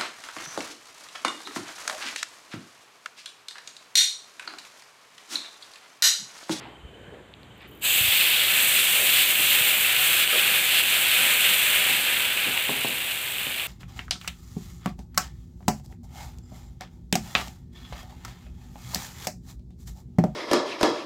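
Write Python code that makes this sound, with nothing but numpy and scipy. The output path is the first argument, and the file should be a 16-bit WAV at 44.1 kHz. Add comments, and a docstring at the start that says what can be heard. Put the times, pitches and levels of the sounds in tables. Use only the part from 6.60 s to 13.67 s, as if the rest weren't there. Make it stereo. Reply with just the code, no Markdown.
"""A small kitchen: a lump of wet dough is laid on a hot iron griddle and patted flat by hand, close by.
Random bursts of steam sputter from under the dough and finer bursts fizz as droplets at its rim; each
press swells them, many releases bring a lull, and at the end both ease. Faint treble ticks lead in.
Blisters pop as torn clicks ringing a cavity, knocks are filtered blows, bumps are low decaying sines,
and scuffs are resonant slips, over a burner of soft noise with a thin wavering whistle and a mains hum."""
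import sys
import numpy as np
from scipy import signal
from scipy.fft import rfft, irfft
from scipy.io import wavfile
from scipy.ndimage import uniform_filter1d

SR = 44100
rng = np.random.default_rng(int(sys.argv[2]) if len(sys.argv) > 2 else 0)


def to_wav(sig):
    """Store sig (one row per channel, or 1-D mono) as 16-bit WAV at the path in sys.argv[1].

    Samples outside -1..1 are clipped; the rate is SR.
    """
    pcm = np.clip(np.atleast_2d(sig), -1, 1) * 32767
    pcm = np.round(pcm).astype(np.int16)
    wavfile.write(sys.argv[1], SR, pcm.T)  # frames by channels


N = 311787
TIME = np.arange(N) / SR  # seconds
TOUCH_S, WETTING_S = 1.2025, 0.048  # the dough meets the iron, and its underside takes this long to wet

# Spectrum of the bursting steam pockets: frequency_hz, level_db
STEAM_COLOUR = [(800, -41.5), (1100, -21), (1350, -9.5), (1720, -6.5), (1900, -7.5), (2250, -2),
                (2750, 0.5), (3050, -2), (3550, -3.5), (3900, -8.5), (4250, -10.5), (5100, -21),
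                (5900, -29.5), (9000, -56.5)]
# Spectrum of the fizzing droplets: frequency_hz, level_db
FIZZ_COLOUR = [(2940, -34), (5000, -22), (5700, -13), (6300, -8), (6700, -9), (7300, -3), (8100, 0.5),
               (9100, -2), (9800, -5), (10500, -3), (12100, -4.5), (13650, 0), (14500, -4), (15400, -5)]


def undb(db):
    """Decibels to gain."""
    return 10 ** (np.asarray(db) / 20)


def rms(x):
    """Root mean square."""
    return np.sqrt(np.mean(x ** 2))


def lowpass(x, hz):
    """The part of x below hz, without phase shift."""
    return signal.sosfiltfilt(signal.butter(4, hz, fs=SR, output="sos"), x)


def resonance(x, hz, width_hz):
    """Two-pole band-pass with gain 1 at the centre."""
    return signal.lfilter(*signal.iirpeak(hz, hz / width_hz, fs=SR), x)


def response(points, size=4096):
    """The shortest causal (minimum-phase) click with the given (Hz, dB) spectrum shape; peak 1."""
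    hz, db = np.transpose(points)
    bins_hz = np.maximum(np.arange(size // 2 + 1) * SR / size, 1)
    gain = undb(np.interp(np.log(bins_hz), np.log(hz), db))
    # folding the cepstrum forward packs the energy at the start
    cepstrum = irfft(np.log(gain))
    cepstrum[1:size // 2] *= 2
    cepstrum[size // 2 + 1:] = 0
    click = irfft(np.exp(rfft(cepstrum)))
    return click / np.abs(click).max()


def ring(x, click):
    """Play the click at every impulse of x."""
    return signal.fftconvolve(x, click)[:N]


def colour(x, points):
    """Filter x by the (Hz, dB) spectrum; rms 1."""
    y = ring(x, response(points))
    return y / rms(y)


def walk(rate):
    """Smooth chance: a line through random knots, rate knots a second; rms 1."""
    knots = rng.standard_normal(8192)
    y = np.interp(TIME * rate, np.arange(len(knots)), knots)
    return y / rms(y)


def curve(points):
    """Straight lines over time through (s, value) points."""
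    return np.interp(TIME, *np.transpose(points))


def add(out, s, sound):
    """Mix a sound in at time s."""
    i = max(int(s * SR), 0)
    out[i:i + len(sound)] += sound[:max(N - i, 0)]


def bursts(per_s, spread_db):
    """Impulses at random moments, of random sign and scattered size; even power at any rate."""
    share = np.clip(per_s / SR, 1e-4, 1)
    happens = rng.random(N) < share
    size = undb(spread_db * np.minimum(rng.standard_normal(N), 3))
    return happens * size * rng.choice([-1, 1], N) / np.sqrt(share)


def stove():
    """Turbulent flame as soft wandering noise, a thin whistle of unsteady pitch, and steady mains hum."""
    # Spectrum of the burner's rush: frequency_hz, level_db
    rush_colour = [(20, -25), (42, -13), (75, -1.5), (164, -3), (312, -7), (717, -12), (1000, -14),
                   (2700, -17), (3600, -20), (5400, -40.5), (7400, -29), (10500, -41.5), (13800, -41),
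                   (15500, -49)]
    # Mains hum partials: frequency_hz, rms_db
    hum_partials = [(60, -60.5), (120.5, -61)]
    rush = colour(rng.standard_normal(N), rush_colour) * undb(-50.5 + 0.46 * walk(rate=12))
    # the whistle fades briefly as the hand passes
    gap_s, gap_length_s, gap_db = 0.71, 0.16, -11
    whistle_hz = 3080 + 8 * walk(rate=14) + 90 * walk(rate=400)
    fade_db = gap_db * np.exp(-((TIME - gap_s) / gap_length_s) ** 4)
    whistle_db = -58.5 + fade_db + 3.7 * walk(rate=110)
    whistle = np.sin(2 * np.pi * np.cumsum(whistle_hz) / SR) * undb(whistle_db)
    hum = sum(np.sqrt(2) * undb(db) * np.sin(2 * np.pi * hz * TIME) for hz, db in hum_partials)
    return rush + whistle + hum


def scuffs():
    """Brief rubs of handling: dense little slips through a resonance, swelling and fading."""
    # Rubs: middle_s, length_s (middle to 1/e), centre_hz, width_hz (each of two passes),
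    # level_db (rms before the swell and the final dulling)
    rubs = [(0, 0.099, 1900, 2600, -46), (.04, 0.15, 860, 500, -49), (0.053, .1, 332, 250, -50),
            (0.385, 0.16, 430, 300, -52), (0.544, 0.096, 410, 330, -47.5), (0.502, 0.14, 1660, 500, -55.5),
            (1.011, .004, 2300, 2180, -43), (1.037, 0.043, 2050, 2200, -49.5),
            (1.14, 0.079, 346, 160, -50.5), (2.417, 0.059, 525, 300, -37.5), (3.735, .02, 1290, 120, -33.5),
            (3.758, 0.029, 458, 300, -32), (5.89, 0.03, 300, 400, -36.5), (5.974, 0.016, 890, 500, -39)]
    out = np.zeros(N)
    for middle_s, length_s, hz, width_hz, db in rubs:
        slips = bursts(2500, spread_db=-3.5)
        rub = resonance(resonance(slips, hz, width_hz), hz, width_hz)
        swell = np.exp(-((TIME - middle_s) / length_s) ** 2)
        out += rub / rms(rub) * undb(db) * swell
    return lowpass(out, 5000)


def bumps(swell_s=0.004):
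    """Soft contacts: sines that swell and die within a few low cycles."""
    # Low bumps: start_s, level_db (peak of the envelope), pitch_hz
    contacts = [(0.233, -38, 70), (0.249, -34, 68), (.48, -40, 150), (1.408, -29, 105), (1.442, -34, 85),
                (1.48, -30, 95), (3.009, -34, 130)]
    out, t = np.zeros(N), TIME[:SR // 6]
    envelope = t / swell_s * np.exp(1 - t / swell_s)
    for s, db, hz in contacts:
        add(out, s, undb(db) * envelope * np.sin(2 * np.pi * hz * t))
    return out


def pops(width_hz=700, crack_db=-7):
    """A blister snaps open, its cavity rings for a few cycles, and spray flies."""
    # Bursting blisters: start_s, peak_db (dry), pitch_hz, spray_db (relative to the cavity)
    blisters = [(.739, -30, 3740, -26), (.832, -36, 4300, -6), (2.757, -13, 2800, -1),
                (3.676, -8.5, 2920, -5), (4.237, -10.5, 2800, 1), (5.976, -7.5, 2440, -17),
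                (6.784, -14, 2900, -8), (6.868, -15.5, 2500, -16), (6.925, -15.5, 2900, -10),
                (6.9974, -14, 2720, -12)]
    out, steam, spray = np.zeros(N), response(STEAM_COLOUR), response(FIZZ_COLOUR)
    t = TIME[:len(steam)]
    for s, db, hz, spray_db in blisters:
        tear = 0.018 * rng.standard_normal(len(t)) * np.exp(-t / 0.00036)
        tear[0] = 1  # the snap itself
        cavity = resonance(steam, hz, width_hz)
        cavity = cavity / np.abs(cavity).max()
        blister = cavity + undb(crack_db) * steam + undb(spray_db) * spray
        pop = signal.fftconvolve(tear, blister)
        add(out, s, undb(db) * pop / np.abs(pop).max())
    return out


def ticks():
    """Faint treble ticks, thickest around the touch: sparse random impulses through a high resonance."""
    nearing = np.exp(-((TIME - TOUCH_S) / 0.18) ** 2)
    impulses = bursts(80, spread_db=4)
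    return undb(-55.5) * nearing * resonance(resonance(impulses, 14000, 5000), 14000, 5000)


def hand():
    """Each press swells the steam and may brighten or darken it; a lull or small rise may follow."""
    # Presses on the dough: start_s, release_s, swell_db, brightening_db (negative darkens),
    # lull_db (dip after release, negative rises)
    presses = [(1.314, 1.396, 0.5, -1.5, 1.5), (1.49, 1.68, 1, 0, 0.5), (2.12, 2.207, 2, 0, 0),
               (2.45, 2.638, 2, 3.5, 1), (2.683, 2.721, 2.5, -3, 3.5), (2.823, 2.958, 2, 3, 0),
               (3.03, 3.149, 0.5, -1, 2), (3.33, 3.642, 1, 1, 4), (3.69, 3.97, 1.5, 0.5, 0.5),
               (4.09, 4.21, 2.5, 3.5, 3), (4.253, 4.37, 1, 0.5, -0.5), (4.44, 4.55, 1.5, 2.5, -1),
               (4.558, 4.738, 2, -.5, 0.5), (4.802, 4.948, 1.5, 1, 1), (5.074, 5.28, 1.1, -1.5, -2)]
    attack_s, release_time_s, lull_s = 0.05, 0.016, 0.019  # a lull is deepest lull_s after the release
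    swell, bright, lull = np.zeros((3, N))
    for start_s, release_s, swell_db, bright_db, lull_db in presses:
        pushing = np.clip((TIME - start_s) / attack_s, 0, 1)
        holding = np.clip(1 - (TIME - release_s) / release_time_s, 0, 1)
        force = pushing * holding
        since = np.maximum(TIME - release_s, 0) / lull_s
        swell += swell_db * force
        bright += bright_db * force
        lull += lull_db * since * np.exp(1 - since)
    return swell, bright, lull


def boiling(wander_db=0.44, tilt_wander_db=0.5):
    """Steam level, steam tilt and fizz level in dB, as uneven contact, presses and drying shape them."""
    # Resting droplet fizz, before the final trim: time_s, level_db
    fizz_level = [(1.26, -23.5), (1.32, -24.5), (1.82, -27.5), (2.05, -23), (3.23, -25), (3.34, -27.5),
                  (3.47, -24), (3.69, -27), (5.02, -25), (5.76, -32), (6.97, -36), (7.05, -37)]
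    # Resting brightness, high under the fresh lump and lower once flat: time_s, tilt_db (to small pockets)
    steam_tilt = [(1.3, 6), (1.87, 4), (1.98, 0.5), (2.15, 2.5), (3.3, 0), (4.5, 0), (6.08, -2),
                  (6.25, 0.5), (7.05, 0)]
    swell, bright, lull = hand()
    contact = wander_db * walk(rate=24)
    # the steam rests level while the dough is worked, then fades to a floor as its underside dries
    steam_db, drying_from_s, drying_db_per_s, dry_steam_db = -22.5, 5.22, 5.5, -31
    drying_s = np.maximum(TIME - drying_from_s, 0)
    resting_db = np.maximum(steam_db - drying_db_per_s * drying_s, dry_steam_db)
    tilt_db = curve(steam_tilt) + bright + tilt_wander_db * walk(rate=18)
    # only part of the swell and lull reaches the droplets at the rim
    fizz_db = curve(fizz_level) + 0.35 * swell - 0.8 * lull + 0.5 * contact
    return resting_db + swell - lull + contact, tilt_db, fizz_db


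def sizzle():
    """Steam pockets burst in quick sputters and droplets fizz, over a low simmer with narrow resonances."""
    # First flash of steam, while the hand still cups the lump: frequency_hz, level_db
    flash_colour = [(900, -42), (1600, -10.5), (2050, -11.5), (2650, 1.5), (3600, -4), (4400, -10.5),
                    (5500, -26), (7000, -10), (8000, -4), (8700, -12), (9800, -14.5), (12800, -9.5),
                    (13850, -4), (15500, -16)]
    # Low simmer under the dough: frequency_hz, level_db
    simmer_colour = [(76, -44), (130, -18), (189, -2.5), (273, -9.5), (354, 1), (455, -12), (496, -0.5),
                     (1100, -4), (1300, -0.5), (1690, -27), (2860, -120)]
    # Narrow low-mid resonances colouring the sizzle, as from close reflections:
    # frequency_hz, width_hz, level_db (relative)
    body_modes = [(184, 34, -4), (504, 24, -1), (596, 74, -4), (667.4, 9.1, 3.5), (749, 12, 5),
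                  (841, 11, 3.5), (982, 133, -0.5), (1315, 25, -1)]
    # Lift of the finest spray, highest while the dough is fresh: time_s, gain_db
    mist_gain = [(1.6, 5.5), (2.1, 1.5), (3.0, 4.5), (4.0, 2), (7.0, 2.5)]
    steam_db, tilt_db, fizz_db = boiling()
    wetted = np.clip((TIME - TOUCH_S) / WETTING_S, 0, 1) ** 2
    vigour = undb(fizz_db - fizz_db.max())  # gentler boiling means fewer bursts

    # steam lifts the dough and escapes in puffs; taking off the local average leaves quick sputter
    puffs = walk(rate=85)
    sputter = puffs - uniform_filter1d(puffs, size=SR // 25)
    pockets = bursts(12000 * vigour, spread_db=2.0) * undb(0.47 * sputter + 0.41 * walk(rate=280))
    steam = colour(pockets, STEAM_COLOUR)
    # small pockets sound high, large ones low
    large, small = lowpass(steam, 2200), steam - lowpass(steam, 3400)
    steam = steam + large * (undb(-0.55 * tilt_db) - 1) + small * (undb(0.5 * tilt_db) - 1)

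    # a bursting pocket also throws droplets
    droplets = bursts(22000 * vigour, spread_db=4.5) * undb(0.5 * sputter + 0.5 * walk(rate=130))
    fizz = colour(droplets + 0.5 * pockets, FIZZ_COLOUR)
    coarse = lowpass(fizz, 12500)
    fizz = coarse + (fizz - coarse) * undb(curve(mist_gain))
    hiss = steam * undb(steam_db) + fizz * undb(fizz_db + 0.65)

    # the first flash gives way to steady boiling, by an equal-power crossfade
    fresh = np.exp(-((TIME - TOUCH_S) / 0.2) ** 4)
    flash = colour(bursts(14000, spread_db=2.0), flash_colour) * undb(steam_db + 2.0)
    hiss = np.sqrt(1 - fresh) * hiss + np.sqrt(fresh) * flash

    # the low body follows the steam and grows as the steam darkens
    resonant = sum(undb(db) * resonance(pockets, hz, width_hz) for hz, width_hz, db in body_modes)
    simmer = colour(bursts(3000 * vigour, spread_db=0.5), simmer_colour)
    body = undb(-42.5) * (simmer + resonant / rms(resonant))
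    body_db = 0.7 * (steam_db - np.median(steam_db)) - 0.42 * tilt_db
    return wetted * (hiss + body * undb(body_db))


def knocks(bounce_s=0.00734, bounce_db=-3, tail_db=-32, tail_s=0.063, boom_hz=232, boom_db=-17, boom_s=0.016):
    """A dull blow, a duller rebound, a hollow low ring and a short rumble."""
    # Dull knocks nearby: start_s, level_db
    blows = [(2.798, -28), (5.296, -25), (5.871, -30.5), (6.093, -17), (6.2474, -18.5), (6.868, -28.5)]
    # Spectrum of a blow: frequency_hz, level_db
    blow_colour = [(55, -23), (130, 0), (230, 3), (450, -0.5), (700, -0.5), (1100, 0), (1400, -37),
                   (2500, -68)]
    out, blow, t = np.zeros(N), response(blow_colour), TIME[:SR // 4]
    boom = undb(boom_db) * np.sin(2 * np.pi * boom_hz * t) * np.exp(-t / boom_s)
    for s, db in blows:
        after = undb(tail_db) * rng.standard_normal(len(t)) * np.exp(-t / tail_s)
        after[int(bounce_s * SR)] += undb(bounce_db)
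        push = lowpass(after, 830) + 0.14 * after  # rebound and rumble are duller than the blow
        push[0] += 1
        add(out, s, undb(db) * (signal.fftconvolve(push, blow)[:len(t)] + boom))
    return out


def kitchen(x, wall_s=0.0056, wall_db=-21, room_db=-11, t60_s=0.39, dull_hz=2200):
    """An inverted echo from the panelled wall behind the stove, then a short, dull diffuse tail."""
    t = TIME[:SR // 2]
    tail = rng.standard_normal(len(t)) * undb(-60 * t / t60_s) * (t > wall_s)
    tail = undb(room_db) * tail / np.linalg.norm(tail)
    echo = 0.54 * tail + lowpass(tail, dull_hz)
    echo[0] += 1  # direct sound
    echo[int(wall_s * SR)] -= undb(wall_db)
    return ring(x, echo / np.linalg.norm(echo))


def scene():
    """Sizzle, ticks, pops and knocks sound in the room, the rest dry; the same in both ears."""
    echoing = kitchen(sizzle() + ticks() + pops() + knocks())
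    mono = echoing + bumps() + scuffs() + stove()
    return np.array([mono, mono])


def record(dry):
    """Take off the deepest bass and everything above 15.5 kHz."""
    dry = signal.sosfilt(signal.butter(2, 35, "highpass", fs=SR, output="sos"), dry)
    return signal.sosfiltfilt(signal.ellip(10, 0.05, 60, 15500, fs=SR, output="sos"), dry)


dry = scene()
out = record(dry)
to_wav(out)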